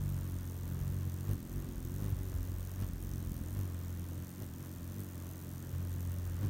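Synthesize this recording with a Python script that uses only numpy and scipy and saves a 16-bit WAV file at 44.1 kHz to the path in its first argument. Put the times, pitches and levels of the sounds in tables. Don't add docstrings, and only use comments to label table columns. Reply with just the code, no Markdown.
import sys
import numpy as np
from scipy import signal
from scipy.fft import rfft, irfft, next_fast_len
from scipy.io import wavfile
from scipy.ndimage import map_coordinates

SR = 44100
rng = np.random.default_rng(int(sys.argv[2]) if len(sys.argv) > 2 else 0)


def volts_from_db(level):
    exponent = np.asarray(level, float) / 20
    return 10 ** exponent


def waveform_to_disk(signal):
    frames = np.transpose(np.atleast_2d(signal))
    scaled = np.clip(frames, -1, 1) * 32767
    samples = np.round(scaled).astype(np.int16)
    wavfile.write(sys.argv[1], SR, samples)


N = 286456

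# time_s, beat_rate_hz
HOVER_BEAT = [(0.0, 47.37), (0.09, 47.55), (0.158, 45.61), (0.763, 44.1), (0.924, 46.51), (1.139, 44.72),
              (1.562, 47.78), (1.787, 42.58), (2.278, 46.87), (2.357, 44.7), (3.004, 46.56), (3.465, 41.0),
              (3.673, 43.78), (4.367, 43.91), (4.58, 48.06), (4.779, 42.55), (5.1, 44.72), (6.5, 44.64)]
# time_s, rise_hz, sag_hz, half_length_s
DARTS = [
    (1.299, 5.69, 6.37, .048),
    (2.023, 6.47, 0, .077),
    (2.841, 1.86, 4.8, .083),
    (3.566, 6.4, 0, .08),
    (4.418, 6.38, 6.71, .046),
    (4.996, 5.4, 1.31, .09),
    (6.345, -1.9, 0, .04),
    (6.435, 7.2, 0, .036),
]
# time_s, extra_air_db, half_length_s, swell_db
SURGES = [
    (1.315, 7.5, 0.035, 11.5),
    (2.055, 5, 0.043, 5),
    (2.826, 13, 0.028, 8.5),
    (3.602, 1, 0.033, 5.5),
    (4.426, 7, 0.025, 6.5),
    (5.002, 4, 0.027, 3),
    (6.447, 11, 0.037, 4),
]
# time_s, thrust_db, body_bob_db, stroke_sharpness_db, posture (0 bill in feeder, 1 upright backed off)
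HOVER = [(0.0, -40, -42.5, -41.4, 0.031), (0.48, -41.5, -55.5, -52.5, 0.29),
         (0.86, -41.5, -41.5, -40.5, 0.05), (1.13, -39, -60, -48, 0.52), (1.48, -53.5, -52.7, -57, 0.84),
         (1.58, -46.0, -41.5, -47, 1), (1.77, -49.5, -46, -51.5, 0.8), (2.05, -42, -49.5, -46, 0.88),
         (2.37, -41, -44, -57.5, 0.7), (2.7, -43, -52, -57, 0.32), (3.0, -46.5, -50, -55.5, 0.74),
         (3.12, -42.5, -46, -48.5, 0.8), (3.32, -47, -47.5, -51.8, 0.68), (3.58, -41, -51.8, -50.5, 0.46),
         (4.18, -43, -64, -56.5, 0.078), (4.83, -36, -57, -54, 0.00055), (5.53, -38, -60, -53, -0.011),
         (6.5, -38.5, -51.5, -51.5, 0.21)]
# time_s, lopsided_db (once a beat), even_db (on both strokes)
TIPS = [(0, -53.5, -64), (.3, -55, -51), (.65, -58.5, -55.5), (1.1, -52, -60), (1.7, -51.5, -50),
        (2.1, -64, -51.5), (2.3, -63, -52.5), (2.75, -61, -59), (3, -54.5, -58), (3.35, -52, -55),
        (3.9, -53.5, -55), (4.3, -55, -57.5), (4.7, -52, -53), (5.3, -54.5, -56.5), (5.7, -55.5, -54),
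        (6, -62, -55), (6.5, -59, -53)]
# multiple, level_column, share_db, lead_feeding_turns, lead_backed_off_turns
HARMONICS = [(1, 0, 0, .68, .21), (2, 1, 0, .37, .17), (3, 2, 0, .48, -.03), (4, 3, 0, .68, .12),
             (5, 4, -6, .75, .43), (6, 5, -5, .25, .31), (7, 4, -7, .49, .43), (8, 5, -13, .97, .11),
             (9, 4, -19, .38, .73)]
RAIL_DB = [5, 10.5, 0.33, .1, .1, 0.088]
SWELL_SHARE = [1.15, 1.1, 0.75, 0.37, .15, .05]
FADE_DB = [2.8, 0.63, 1.6, 1.6, 0.32, 0.36]
FADE_RATE = [16, 9, 11, 8.3, 7, 7]
# frequency_hz, density_db
WASH = [(40, -44), (75, -5.5), (110, 0), (160, 0.5), (200, -7.5), (290, -6.5), (400, -14), (480, -23.5),
        (700, -30.5), (1500, -112)]
# frequency_hz, density_db
BUFFET = [(16, -35), (28, -32), (45, -0.5), (65, 10.5), (80, -14), (110, -35), (200, -59)]
# time_s, peak_db, pitch_hz, lead_turns
THUMPS = [(2.131, -25, 96, .84), (3.3188, -32.5, 176, .32), (2.9, -40, 190, .27), (3.413, -37, 176, .32),
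          (1.853, -35, 98, .4), (2.353, -31.5, 74, .48), (5.739, -39, 90, .66), (2.844, -30, 88, .45),
          (4.418, -34.5, 240, .02), (4.438, -34, 160, .088), (2.822, -35, 230, .02)]
# frequency_hz, density_db
SNAP = [(1760, -24), (3000, -12.5), (4870, -12.5), (6170, -3), (7040, -4), (7700, -6), (8790, -2),
        (10300, -6), (12400, -1.5), (15100, 0), (15700, -1)]
# time_s, peak_db
HARD_SNAPS = [(1.1408, -36), (1.2082, -38), (1.3324, -35), (2.2972, -37), (2.4299, -37), (2.4518, -39),
              (2.7152, -37), (2.9337, -40), (3.0255, -35), (3.0919, -39), (3.1138, -38), (3.1363, -37),
              (3.1582, -37), (3.3418, -38), (3.5902, -37), (4.5366, -38), (4.6927, -38), (5.0035, -37),
              (5.1547, -39), (5.3108, -37), (6.0057, -35), (6.0282, -39), (6.1848, -36), (6.2966, -38),
              (6.3654, -37)]
# frequency_hz, density_db
VORTEX = [(260, -47), (450, 0), (600, -0.5), (700, -9), (1100, -6), (1300, -9), (1850, -10), (2250, -18),
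          (3200, -16), (4800, -23), (6240, -21), (10600, -120)]
# frequency_hz, density_db
GARDEN = [(60, -4), (300, -4.5), (700, 1), (1700, -2.5), (2400, -7.5), (3300, -8), (4900, -10.5),
          (6300, -7.5), (7700, -8), (8800, -10.5), (10400, -14), (12500, -13.5), (15700, -20)]
# frequency_hz, half_width_hz, gain_db
PORT_DIPS = [(4810, 180, 0), (7700, 170, -4.5), (10370, 230, -6)]


def seconds():
    return np.arange(N) / SR


def unit(x):
    return x / np.sqrt(np.mean(x ** 2) + 1e-20)


def curves(rows):
    s, *columns = np.transpose(rows)
    return [np.interp(seconds(), s, column) for column in columns]


def bumps(rows):
    t = np.arange(0, N + 64, 32) / SR
    total = sum(height * np.exp(-((t - s) / half_s) ** 2) for s, height, half_s in rows)
    return np.interp(seconds(), t, total)


def wobble(rate):
    knots = rng.standard_normal(int(N * 100 / SR) + 4)
    return map_coordinates(knots, [np.arange(N) * min(rate, 99) / SR])


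def coloured(x, spectrum):
    size = next_fast_len(N + 8192)
    hz, db = np.transpose(spectrum)
    log_hz = np.log(np.fft.rfftfreq(size, 1 / SR) + 1)
    gain = volts_from_db(np.interp(log_hz, np.log(hz + 1), db))
    return unit(irfft(rfft(x, size) * gain, size)[:N])


def sag():
    delay_s, half_s = .0972, .07
    return bumps([(s + delay_s, drop, half_s) for s, _, drop, _ in DARTS])


def beat_rate():
    return curves(HOVER_BEAT)[0] + bumps([(s, rise, half_s) for s, rise, _, half_s in DARTS]) - sag()


def turns():
    return .1412 + np.cumsum(beat_rate()) / SR


def surge_db():
    return bumps([row[:3] for row in SURGES])


def swell_db():
    return bumps([(s, db, 1.32 * half_s) for s, _, half_s, db in SURGES])


def loose():
    off_s, on_s, let_go_s = 4.248, 5.73, 0.0054
    t = seconds()
    return (np.tanh((t - off_s) / let_go_s) - np.tanh((t - on_s) / let_go_s)) / 2


def stroke(at, rise_s, fall_s, scatter_db, scatter_turns):
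    since = turns() - at
    beat = np.floor(since + .5).astype(int) + 1
    chance = rng.standard_normal((400, 2))[beat]
    late_turns = since - beat + 1 - scatter_turns * chance[:, 0]
    late_s = late_turns / beat_rate()
    pulse = np.exp(np.where(late_s < 0, late_s / rise_s, -late_s / fall_s))
    return volts_from_db(scatter_db * chance[:, 1]) * pulse


def wing_levels():
    thrust, bob, sharp, away = curves(HOVER)
    fourth = 20 * np.log10(np.hypot(volts_from_db(sharp - 7.5), volts_from_db(-55 - 12.5 * away)))
    steady = [bob, thrust, sharp, fourth] + curves(TIPS)
    off, swell = loose(), swell_db()
    columns = zip(steady, RAIL_DB, SWELL_SHARE, FADE_DB, FADE_RATE)
    return [db - rail * off + share * swell + fade * wobble(rate)
            for db, rail, share, fade, rate in columns]


def hum():
    away, levels, out = curves(HOVER)[3], wing_levels(), 0
    clock = turns() + (.006 + .007 * away) * wobble(40)
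    sharper_db = 0.48 * surge_db()
    upright_db = 4.2 * away
    effort_db = (.9 + 1.1 * np.abs(away)) * wobble(45)
    for k, column, share_db, feeding, backed in HARMONICS:
        lead = feeding + (backed - feeding) * away + .007 * k * wobble(7)
        level_db = levels[column] + share_db + effort_db + .18 * k * wobble(9)
        level_db = level_db + (k > 3) * sharper_db + (k in (5, 8, 9)) * upright_db
        out = out + np.sqrt(2) * volts_from_db(level_db) * np.cos(2 * np.pi * (k * clock + lead))
    return out


def gusts():
    t, out = seconds(), np.zeros(N)
    for s, db, hz, lead in THUMPS:
        wave = np.cos(2 * np.pi * (hz * (t - s) + lead))
        out += volts_from_db(db) * wave * np.exp(-((t - s) * hz / 0.68) ** 2)
    return out


def downwash():
    off = loose()
    bob_db = curves(HOVER)[1] - RAIL_DB[0] * off
    flow_db = -51.1 + 0.07 * (bob_db - bob_db.mean()) - 0.5 * off
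    flow_db = flow_db + 2 * wobble(5) + 1.4 * curves(HOVER)[3] + 0.4 * surge_db()
    pulse = .5 + stroke(0.097, 0.0039, 0.007, 2.4, 0.027)
    wash = volts_from_db(flow_db) * coloured(pulse * rng.standard_normal(N), WASH)
    buffet = volts_from_db(.75 * bob_db - 15.5) * coloured(rng.standard_normal(N), BUFFET)
    return wash + buffet + gusts()


def hard_snaps():
    t, hard = seconds(), np.zeros(N)
    for s, db in HARD_SNAPS:
        hard += volts_from_db(db + 54.0) * np.exp(-np.abs(t - s - .001) / 0.00018)
    return hard * rng.choice([-1, 1], N)


def downstroke(level_db):
    build = stroke(.99, .0015, .0008, 1.2, .008)
    crack = stroke(.995, .00025, .00025, 2.2, .012)
    rustle = (1.5 * build + 0.35 * crack) * rng.standard_normal(N)
    return volts_from_db(level_db) * coloured(rustle + 0.48 * hard_snaps(), SNAP)


def upstroke(level_db):
    swish = stroke(.47, .0006, .0019, 1.8, .012)
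    brighter = [(hz, db + 2.8 * np.log2(hz / 12000)) for hz, db in SNAP]
    return volts_from_db(level_db) * coloured(swish * rng.standard_normal(N), brighter)


def vortices(level_db):
    up = stroke(.534, .0016, .0027, 2.6, .04)
    shed = 0.5 + up + 0.98 * stroke(.12, 0.0023, 0.0025, 0.98, 0.029)
    return volts_from_db(level_db) * coloured(shed * rng.standard_normal(N), VORTEX)


def feathers():
    thrust, _, _, away = curves(HOVER)
    thrust_db = thrust - RAIL_DB[1] * loose()
    swell, surge, slack = swell_db(), surge_db(), sag()
    vortex_db = -61.5 + .5 * swell + 0.33 * surge - .5 * slack
    vortex_db = vortex_db + 0.21 * (thrust_db - thrust_db.mean()) + 0.57 * wobble(7)
    snap_db = -59 + 0.33 * swell + 0.11 * surge - .4 * slack + 0.43 * wobble(3.9)
    down = downstroke(snap_db + .7 + 0.64 * away)
    up = upstroke(snap_db - 1.0 - 1.2 * away)
    return down + up + vortices(vortex_db)


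def garden():
    return volts_from_db(-62.5 + 0.067 * wobble(1.35)) * coloured(rng.standard_normal(N), GARDEN)


def scene():
    return (hum() + downwash() + feathers() + garden())[None]


def top_cut(x):
    return signal.sosfilt(signal.butter(12, 15880, fs=SR, output="sos"), x)


def record(dry):
    hz = np.fft.rfftfreq(N, 1 / SR)
    port_db = sum(db * np.exp(-((hz - dip_hz) / width_hz) ** 2) for dip_hz, width_hz, db in PORT_DIPS)
    below_limit = hz < 15850
    mix = irfft(rfft(dry) * volts_from_db(port_db) * below_limit, N)
    return top_cut(mix)


dry = scene()
out = record(dry)
waveform_to_disk(out)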